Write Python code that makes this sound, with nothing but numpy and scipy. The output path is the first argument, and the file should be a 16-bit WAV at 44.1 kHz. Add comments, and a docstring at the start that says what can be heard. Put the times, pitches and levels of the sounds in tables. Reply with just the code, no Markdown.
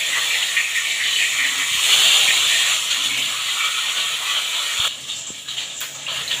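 """Fish frying in a steel pan

In a kitchen, close up with no room echo, fish fries in hot oil in a round steel pan: noise puffs for steam bubbles.
The sizzle swells as new pieces go in, then the sound cuts to a quieter, patchier boil. Fat spits in pitched
puffs and spray; a turner scrapes plate and pan as bursts in two steel registers. A phone microphone hears it
in mono, over a low kitchen rumble of filtered noise with brief hums and a few bumps."""
import sys
import numpy as np
from scipy import signal
from scipy.fft import rfft, irfft, next_fast_len
from scipy.io import wavfile
from scipy.ndimage import uniform_filter1d, map_coordinates

SR = 44100
rng = np.random.default_rng(int(sys.argv[2]) if len(sys.argv) > 2 else 0)


def put_to_file(sound):
    """Save the sound as 16-bit audio at rate SR, in the file named by the first command-line argument."""
    columns = np.atleast_2d(sound).T  # one column per channel
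    safe = np.clip(columns, -1, 1)
    whole_steps = np.round(safe * 32767)
    wavfile.write(sys.argv[1], SR, whole_steps.astype(np.int16))


N = 282240
T = np.arange(N) / SR
CUT_S = 4.881  # the sound cuts here to a quieter, patchier boil


def amp(db):
    """Gain of a dB value."""
    return 10 ** (np.asarray(db) / 20)


def unit(x):
    """x at rms 1."""
    return x / np.sqrt(np.mean(x ** 2) + 1e-20)


def curves(table):
    """One value per sample for each column after the time."""
    s, *cols = np.transpose(table)
    return [np.interp(T, s, c) for c in cols]


def wobble(rate):
    """A smooth random curve, rate knots a second."""
    return map_coordinates(rng.standard_normal(int(N * rate / SR) + 4), [T * rate])


def filtered(x, response):
    """x through a response given as a function of frequency in Hz."""
    m = next_fast_len(N + 8192)
    return irfft(rfft(x, m) * response(np.fft.rfftfreq(m, 1 / SR)), m)[..., :N]


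# Steady resonances of the pan: pitch_hz, width_hz, level_db
PAN_RESONANCES = [(446, 120, 4), (552, 9, 7.5), (652, 32, 7), (1142, 15, 6), (1285, 5.7, 12.5),
                  (1514, 44, 3.5), (1845, 43, 8), (2010, 9, -1), (2330, 27, 6), (2820, 10, 9.5),
                  (3023, 15, 9), (3265, 19, 7)]


def coloured(x, spectrum):
    """x at rms 1 through spectrum points on a log pitch axis, with the pan resonances added in dB."""
    points_hz, points_db = np.transpose(spectrum)

    def response(hz):
        spectrum_db = np.interp(np.log(hz + 1), np.log(points_hz + 1), points_db)
        pan_db = sum(db / (1 + (2 * (hz - centre) / width) ** 2) for centre, width, db in PAN_RESONANCES)
        return amp(spectrum_db + pan_db)

    return unit(filtered(x, response))


def narrow(length, hz, width_hz):
    """Noise of rms 1 around one pitch."""
    f = np.fft.rfftfreq(length, 1 / SR)
    resonance = 1 / (1 + (2 * (f - hz) / width_hz) ** 2)
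    return unit(irfft(rfft(rng.standard_normal(length)) * resonance, length))


def bursts(rate, size, life_s, patchy_db, whistle_db):
    """Short noise puffs of random size, rate a second, on a noise bed with broad patches and narrow streaks."""
    starts = (rng.random(N) < rate / SR) * size * rng.exponential(size=N)
    puffs = signal.lfilter([1], [1, -np.exp(-1 / (life_s * SR))], starts)
    z = signal.stft(rng.standard_normal(N) * (1 + puffs), nperseg=1024)[2]

    def field(bins, frames):
        across_pitch = uniform_filter1d(rng.standard_normal(z.shape), bins, 0)
        return unit(uniform_filter1d(across_pitch, frames, 1))

    patches = patchy_db * field(12, 4)
    streaks = whistle_db * field(2, 12)
    return signal.istft(z * amp(patches + streaks), nperseg=1024)[1][:N]


def struck(times, peaks_db, t60s):
    """Envelope of sudden starts that die away, each for up to half a second."""
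    env = np.zeros(N)
    for s, db, t60 in zip(times, peaks_db, t60s):
        first = round(s * SR)
        age = T[first:][:SR // 2] - s
        env[first:][:SR // 2] += amp(db - 60 * age / max(t60, .005))
    return env


def held(times, hold_s, rise_s, t60):
    """One row per event: a quick rise to 1 and an exponential release that starts hold_s after the start."""
    age = T - times[:, None]
    release_age = np.clip(age - hold_s[:, None], 0, 2)
    return np.clip(age / rise_s, 0, 1) * amp(-60 * release_age / t60)


def stacked(bed_db, shapes, peaks_db):
    """Gain of a bed and the events on top of it, added in power."""
    return np.sqrt(amp(2 * bed_db) + amp(2 * peaks_db) @ shapes ** 2)


def until_cut(times):
    """One row per event: whatever began before the cut ends there."""
    return (T < CUT_S) | (times[:, None] > CUT_S)


# Kitchen rumble, before a 0.5 dB cut and a random wobble: start_s, level_db
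ROOM_LEVEL = [(0.0, -53.5), (0.9, -59.5), (1.5, -54.5), (2.1, -56.5), (2.6, -53), (2.97, -55.5), (3.8, -62),
              (4.6, -59.5), (5.0, -51.5), (5.78, -53.5), (6.4, -46.5)]
# Colour of the rumble: pitch_hz, level_db (relative)
RUMBLE_COLOUR = [(10, -40), (30, -20), (55, -27), (85, 5), (105, -8.5), (137, 3.5), (190, -5), (280, -2),
                 (400, -14), (600, -17), (900, -120)]
# Brief low hums: start_s, end_s, pitch_hz, width_hz, level_db
LOW_HUMS = [(1.35, 1.637, 269, 34, -46.5), (2.945, 3.333, 270, 75, -45), (3.022, 3.503, 122.4, 11, -51),
            (4.023, 4.215, 144, 20, -51.5), (4.9, 5.75, 133, 31, -57), (5.9, 6.225, 141, 8.9, -50)]
# Bumps on the handheld microphone: centre_s, level_db (the peak is 4.3 dB lower), pitch_hz
MICROPHONE_BUMPS = [(1.721, -34, 95), (1.752, -34, 110), (1.78, -33, 70), (2.289, -31, 170),
                    (2.468, -38, 60), (4.801, -24.5, 76), (5.305, -22.5, 256), (5.31, -35, 120)]


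def kitchen():
    """Low rumble of filtered noise, brief hums of narrow noise and soft bumps of the diaphragm."""
    level_db = curves(ROOM_LEVEL)[0] - 0.5 + 0.57 * wobble(10)
    out = amp(level_db) * coloured(rng.standard_normal(N), RUMBLE_COLOUR)
    for start, end, hz, width_hz, db in LOW_HUMS:
        progress = np.clip((T - start) / (end - start), 0, 1)
        swell = np.sqrt(np.sin(np.pi * progress).clip(0))
        out += amp(db) * swell * narrow(N, hz, width_hz)
    for s, db, hz in MICROPHONE_BUMPS:
        u = 2 * np.pi * hz * (T - s)
        out += amp(db) * u * np.exp(-np.minimum(u * u / 2, 80))  # one push and pull of the diaphragm
    return out


# Turner slips, over the wobbling ring beds: start_s, low_ring_db, high_ring_db, hold_s
TURNER_SLIPS = [(0.01, -45, -25, 0.033), (0.0787, -29, -45, 0.049), (0.13, -22.5, -35, 0.048),
                (0.216, -30, -42, 0.035), (0.3, -29, -26, 0.068), (0.414, -45, -26, 0.016),
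                (0.567, -20, -19, 0.036), (0.638, -39, -24, 0.02), (0.754, -24, -25, 0.034),
                (0.838, -31.5, -29, 0.031), (0.897, -44, -27, .02), (0.99, -27, -31, .02),
                (1.008, -22.5, -29, 0.057), (1.155, -47, -26, .02), (1.186, -26, -20, 0.067),
                (1.323, -29, -30, .03), (1.385, -24, -24, 0.081), (1.598, -27.5, -23.5, 0.022),
                (1.9, -35, -27, 0.036), (2.276, -25, -21, 0.032), (2.495, -29.5, -26.5, 0.056),
                (2.628, -31, -31, .05), (2.72, -44, -26, 0.018), (2.937, -33, -41, 0.023),
                (3.098, -51, -26, 0.099), (3.6, -36, -27, 0.047), (3.85, -52, -30, 0.04),
                (4.256, -41, -28, 0.048), (4.516, -45, -29, .04)]
# Colour of the lower steel ring: pitch_hz, level_db (relative)
LOW_RING_COLOUR = [(1200, -40), (1680, -16), (1780, -4.5), (2050, 0.5), (2200, -15), (3000, -82)]
# Colour of the upper steel ring: pitch_hz, level_db (relative)
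HIGH_RING_COLOUR = [(1500, -87), (2000, -33), (2200, -3), (2600, -0.5), (2800, -20.5), (3800, -70)]
SLIP_RISE_S, SLIP_T60_S = 0.0012, 0.18
FLARE_STEEL_DB = -15  # steel ring of a flare, over its fizz
RING_HIGH_DB = 2.5  # upper ring bed over the undamped lower one
MORE_FISH_S, DAMPED_DB = 1.8, -2  # the lower ring is damped once more fish lies in the pan


def turner():
    """The steel rings in two registers: softly with the boil, and in slips that catch suddenly and fade."""
    s, low_db, high_db, hold = np.transpose(TURNER_SLIPS)
    catch = held(s, hold, SLIP_RISE_S, SLIP_T60_S)
    fizz_db, *_, ring_db = curves(BOIL_LEVELS)
    flare_db = np.transpose(BOIL_FLARES)[1]
    bed_db = 20 * np.log10(stacked(fizz_db + ring_db, flare_shapes(), flare_db + FLARE_STEEL_DB))
    slips = bursts(rate=170, size=.4, life_s=0.00071, patchy_db=0.4, whistle_db=3.0)
    low_bed_db = bed_db + DAMPED_DB * (T > MORE_FISH_S) + 1.3 * wobble(15)
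    high_bed_db = bed_db + RING_HIGH_DB + 0.5 * wobble(13)
    low = stacked(low_bed_db, catch, low_db) * coloured(slips, LOW_RING_COLOUR)
    high = stacked(high_bed_db, catch, high_db) * coloured(slips, HIGH_RING_COLOUR)
    return low + high


# Spits of fat; levels before cuts of 12 dB (puff) and 6 dB (spray), t60_s for the puff:
# start_s, puff_db, spray_db, pitch_hz, t60_s
FAT_SPITS = [(0.4238, -4, -39, 3000, 0.12), (1.1597, -1, -39, 3040, 0.062), (4.7994, -2, -34, 3430, 0.096),
             (4.8459, -6.5, -31, 3300, 0.16), (5.0933, -11.5, -47, 3530, 0.24),
             (5.2655, -17, -55, 7440, 0.3), (5.484, -14.5, -44, 3850, 0.27), (5.5808, -3, -49, 3050, 0.056),
             (5.762, -18.5, -55, 7300, 0.25), (5.806, -22, -22, 3380, 0.08),
             (5.816, -33, -23.5, 3380, 0.12), (6.0646, -10, -48, 2700, 0.093), (6.277, -9, -28, 4140, 0.1),
             (6.314, -11, -34, 3150, 0.067), (6.3304, -15, -39, 3400, 0.08), (6.348, -9, -49, 3080, 0.089)]
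# Sharp cracks of fat: start_s, level_db
FAT_CRACKS = [(5.8065, -14), (5.8144, -10)]
# Colour of the spray shower: pitch_hz, level_db (relative)
SHOWER_COLOUR = [(600, -76), (1500, -1), (3200, -4), (5000, -9), (7200, -9), (11000, -10), (14500, -13),
                 (15500, 0.5)]
# Colour of the cracks: pitch_hz, level_db (relative)
CRACK_COLOUR = [(600, -40), (1800, -9), (3200, -3), (5000, -9), (6600, 0), (9000, -8), (12000, -7),
                (14500, 0), (15500, 0)]
PUFF_WIDTH_HZ = 450


def spitting():
    """A water pocket bursts: a pitched puff and a shower of fine spray; the hardest ones crack."""
    puffs = np.zeros(N + SR)
    t = np.arange(SR // 4) / SR
    rise = 1 - np.exp(-t / .002)
    for s, db, _, hz, t60 in FAT_SPITS:
        decay = amp(db - 12.0 - 60 * t / max(t60, .005))
        sounding = (s > CUT_S) | (s + t < CUT_S)  # an earlier puff ends at the cut
        puffs[round(s * SR):][:len(t)] += decay * rise * sounding * narrow(len(t), hz, PUFF_WIDTH_HZ)
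    s, _, spray_db, _, t60 = np.transpose(FAT_SPITS)
    spray_t60 = np.where(s > CUT_S, t60 * 4.7, t60 * 1.5)
    shower = struck(s, spray_db - 6, spray_t60)
    crack = struck(*np.transpose(FAT_CRACKS), np.full(len(FAT_CRACKS), .006))
    out = puffs[:N] + shower * coloured(rng.standard_normal(N), SHOWER_COLOUR)
    return out + crack * coloured(rng.standard_normal(N), CRACK_COLOUR)


# Flares of boiling as wet flesh meets the oil; the turner's steel rings with them, large bubbles 6 dB lower:
# start_s, fizz_db, hold_s, hiss_over_fizz_db, low_registers_over_fizz_db
BOIL_FLARES = [(0.04, -27, 0.017, -16, -26), (0.152, -34, 0.026, -10, -1.5), (0.49, -39.5, 0.044, -10, -1),
               (0.563, -25, 0.018, -20, -20), (0.747, -28, .02, -1, -26), (1.027, -26, 0.087, -21, -34),
               (1.574, -32, 0.018, 2, -8), (2.9, -20, .02, -10, -18), (3.03, -25, .03, -5.5, -24),
               (3.165, -33, .03, 2, -12), (3.49, -26, 0.028, -11, -32), (3.644, -23, 0.015, -12, -28),
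               (3.875, -25, 0.016, -15, -17), (3.958, -24, 0.056, -16, -14.5), (4.26, -33, 0.055, -4, -18),
               (4.352, -28, 0.034, -16, -8), (4.527, -25.5, .03, -21, -26),
               (4.832, -25.5, 0.051, -7.5, -10), (5.0, -39, .02, -1, -16), (5.073, -33, 0.074, -5.5, -23),
               (5.148, -40.5, 0.046, 5, -17), (5.256, -50.5, 0.058, 12, -2), (5.332, -37, 0.061, -5, -28),
               (5.472, -30.5, 0.074, -9.5, -17), (5.563, -26.5, .07, -10.5, -19),
               (5.667, -32, 0.057, -15, -18), (5.76, -47.5, 0.049, 7, -18), (5.804, -29, 0.033, -9, -11),
               (5.938, -39.5, 0.024, 5, -4), (6.071, -28, 0.14, -25, -10), (6.299, -20.5, 0.029, -22, -20)]
FLARE_RISE_S, FLARE_T60_S = 0.013, 0.21


def flare_shapes():
    """One row per flare: the boiling rises quickly, holds and dies away; an earlier one ends at the cut."""
    s, _, hold, *_ = np.transpose(BOIL_FLARES)
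    return held(s, hold, FLARE_RISE_S, FLARE_T60_S) * until_cut(s)


# Steady boil, all but fizz_db relative to the fizz; the turner plays the steel ring:
# start_s, fizz_db, hiss_db, large_bubbles_db, pan_hollow_db, steel_ring_db
BOIL_LEVELS = [(0.0, -26.5, -5, -17.5, -17, -8), (0.3, -24, -5.5, -16.5, -14, -11),
               (0.7, -27.5, -4, -21, -15.5, -5), (1.2, -23, -6, -24, -20, -10),
               (1.66, -25.5, -3.5, -19.5, -11, -7), (1.75, -20.5, -5.5, -31, -15, -15.5),
               (1.86, -21, -3.5, -18, -15, -8), (1.94, -15, -8, -20.5, -16.5, -13),
               (2.45, -18.5, -7, -22, -19, -14), (2.72, -20, -6.5, -19, -16.5, -9),
               (2.8, -23, -6, -25, -13, -14), (3.2, -23.5, -8, -20, -14, -13),
               (3.7, -25, -7, -25.5, -11, -9.5), (4.17, -25, -7, -21, -11.5, -11.5),
               (4.878, -24.5, -7.5, -21, -12, -11.5), (4.883, -26, -12, -28, -23, -20),
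               (4.97, -35, -6.5, -15, -16, -15), (5.2, -37, 0, -13.5, -17, -16),
               (5.45, -37.5, -4, -14, -16.5, -18), (5.8, -38.5, 2.5, -9, -17, -16),
               (6.03, -35.5, -2, -12.5, -14, -9.5), (6.4, -30.5, -2.5, -13.5, -14, -7)]
# Finest spray over the hiss: start_s, level_db
MIST_LEVEL = [(0.0, -4), (0.8, -6.5), (1.5, -6.5), (1.9, -4.5), (2.6, -6.5), (3.4, -5.5), (4.875, -5),
              (4.885, -7), (5.1, -11.5), (5.27, -19), (5.42, -6), (5.65, -13), (5.8, -16), (5.96, -20),
              (6.04, -15), (6.15, -4), (6.4, -10)]
# Colours of fizz, hiss, finest spray and large bubbles, each: pitch_hz, level_db (relative)
FIZZ_COLOUR = [(1800, -31.5), (2400, -24), (2700, -5), (3150, -2), (3570, -2), (4090, -8.5), (4400, -10.5),
               (4900, -25), (5300, -37), (6500, -27), (11000, -120)]
HISS_COLOUR = [(3500, -36), (4800, -12), (5400, -7), (6200, -3), (7100, 4), (7700, 0), (8400, -10.5),
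               (9200, -18), (12000, -120)]
MIST_COLOUR = [(6000, -75), (8000, -5.5), (8600, -4), (10000, -2), (11000, -4.5), (12000, -10.5),
               (14900, -6.5), (15500, -8)]
BUBBLE_COLOUR = [(190, -40), (330, -10.5), (540, -1.5), (800, 2.5), (950, -3), (1300, -47), (1700, 9.5),
                 (1900, -44), (3000, -120)]
# Colours of the pan's hollow, deep and then shallow, each: pitch_hz, level_db (relative)
DEEP_HOLLOW_COLOUR = [(600, -60), (920, -14), (1020, -2), (1280, 0), (1460, -2), (1530, -11), (1700, -9),
                      (1850, -25), (3000, -120)]
SHALLOW_HOLLOW_COLOUR = [(600, -64), (950, -9), (1150, -2.5), (1300, -1), (1460, -1.5), (1540, -14),
                         (1700, -12), (1850, -27), (3000, -120)]
RISE_S, RISE_LASTS_S = 3.2, .2  # the hollow turns shallow as more fish fills it, until the cut


def frying():
    """Each bubble size fills its own register; flares and boiling surges lift them together."""
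    fizz_db, hiss_db, bubbles_db, hollow_db, _ = curves(BOIL_LEVELS)
    _, flare_db, _, bright_db, deep_db = np.transpose(BOIL_FLARES)
    flares = flare_shapes()
    surge_db = 0.5 * wobble(9.1) + 0.21 * wobble(40)
    small = bursts(rate=730, size=.45, life_s=0.000077, patchy_db=1.1, whistle_db=2.0)
    tiny = bursts(rate=1500, size=.25, life_s=0.00018, patchy_db=1.3, whistle_db=1.6)
    large = bursts(rate=160, size=.25, life_s=0.0003, patchy_db=1.9, whistle_db=2.0)

    fizz = stacked(fizz_db + 0.6 * wobble(16), flares, flare_db) * coloured(small, FIZZ_COLOUR)

    fine_gain = stacked(fizz_db + hiss_db + 0.32 * wobble(12), flares, flare_db + bright_db)
    mist = amp(curves(MIST_LEVEL)[0]) * coloured(tiny, MIST_COLOUR)
    hiss = fine_gain * (coloured(tiny, HISS_COLOUR) + mist)

    bubble_bed_db = fizz_db + bubbles_db + 0.52 * wobble(7.3)
    bubble_gain = stacked(bubble_bed_db, flares, flare_db + deep_db - 6)
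    bubbles = bubble_gain * coloured(large, BUBBLE_COLOUR)

    filled = np.clip((T - RISE_S) / RISE_LASTS_S, 0, 1) * (T < CUT_S)
    hollow = (1 - filled) * coloured(large, DEEP_HOLLOW_COLOUR)
    hollow += filled * coloured(large, SHALLOW_HOLLOW_COLOUR)
    hollow *= stacked(fizz_db + hollow_db + 1.3 * wobble(11), flares, flare_db + deep_db)
    return amp(surge_db) * (fizz + hiss + bubbles + hollow)


def scene():
    """One microphone feeds both channels."""
    return np.tile(kitchen() + turner() + spitting() + frying(), (2, 1))


TOP_HZ = 15500


def record(dry):
    """The small microphone loses the deepest bass; nothing passes above the band limit."""
    return filtered(dry, lambda hz: (hz < TOP_HZ) / np.sqrt(1 + (50 / (hz + 1)) ** 4))


dry = scene()
out = record(dry)
put_to_file(out)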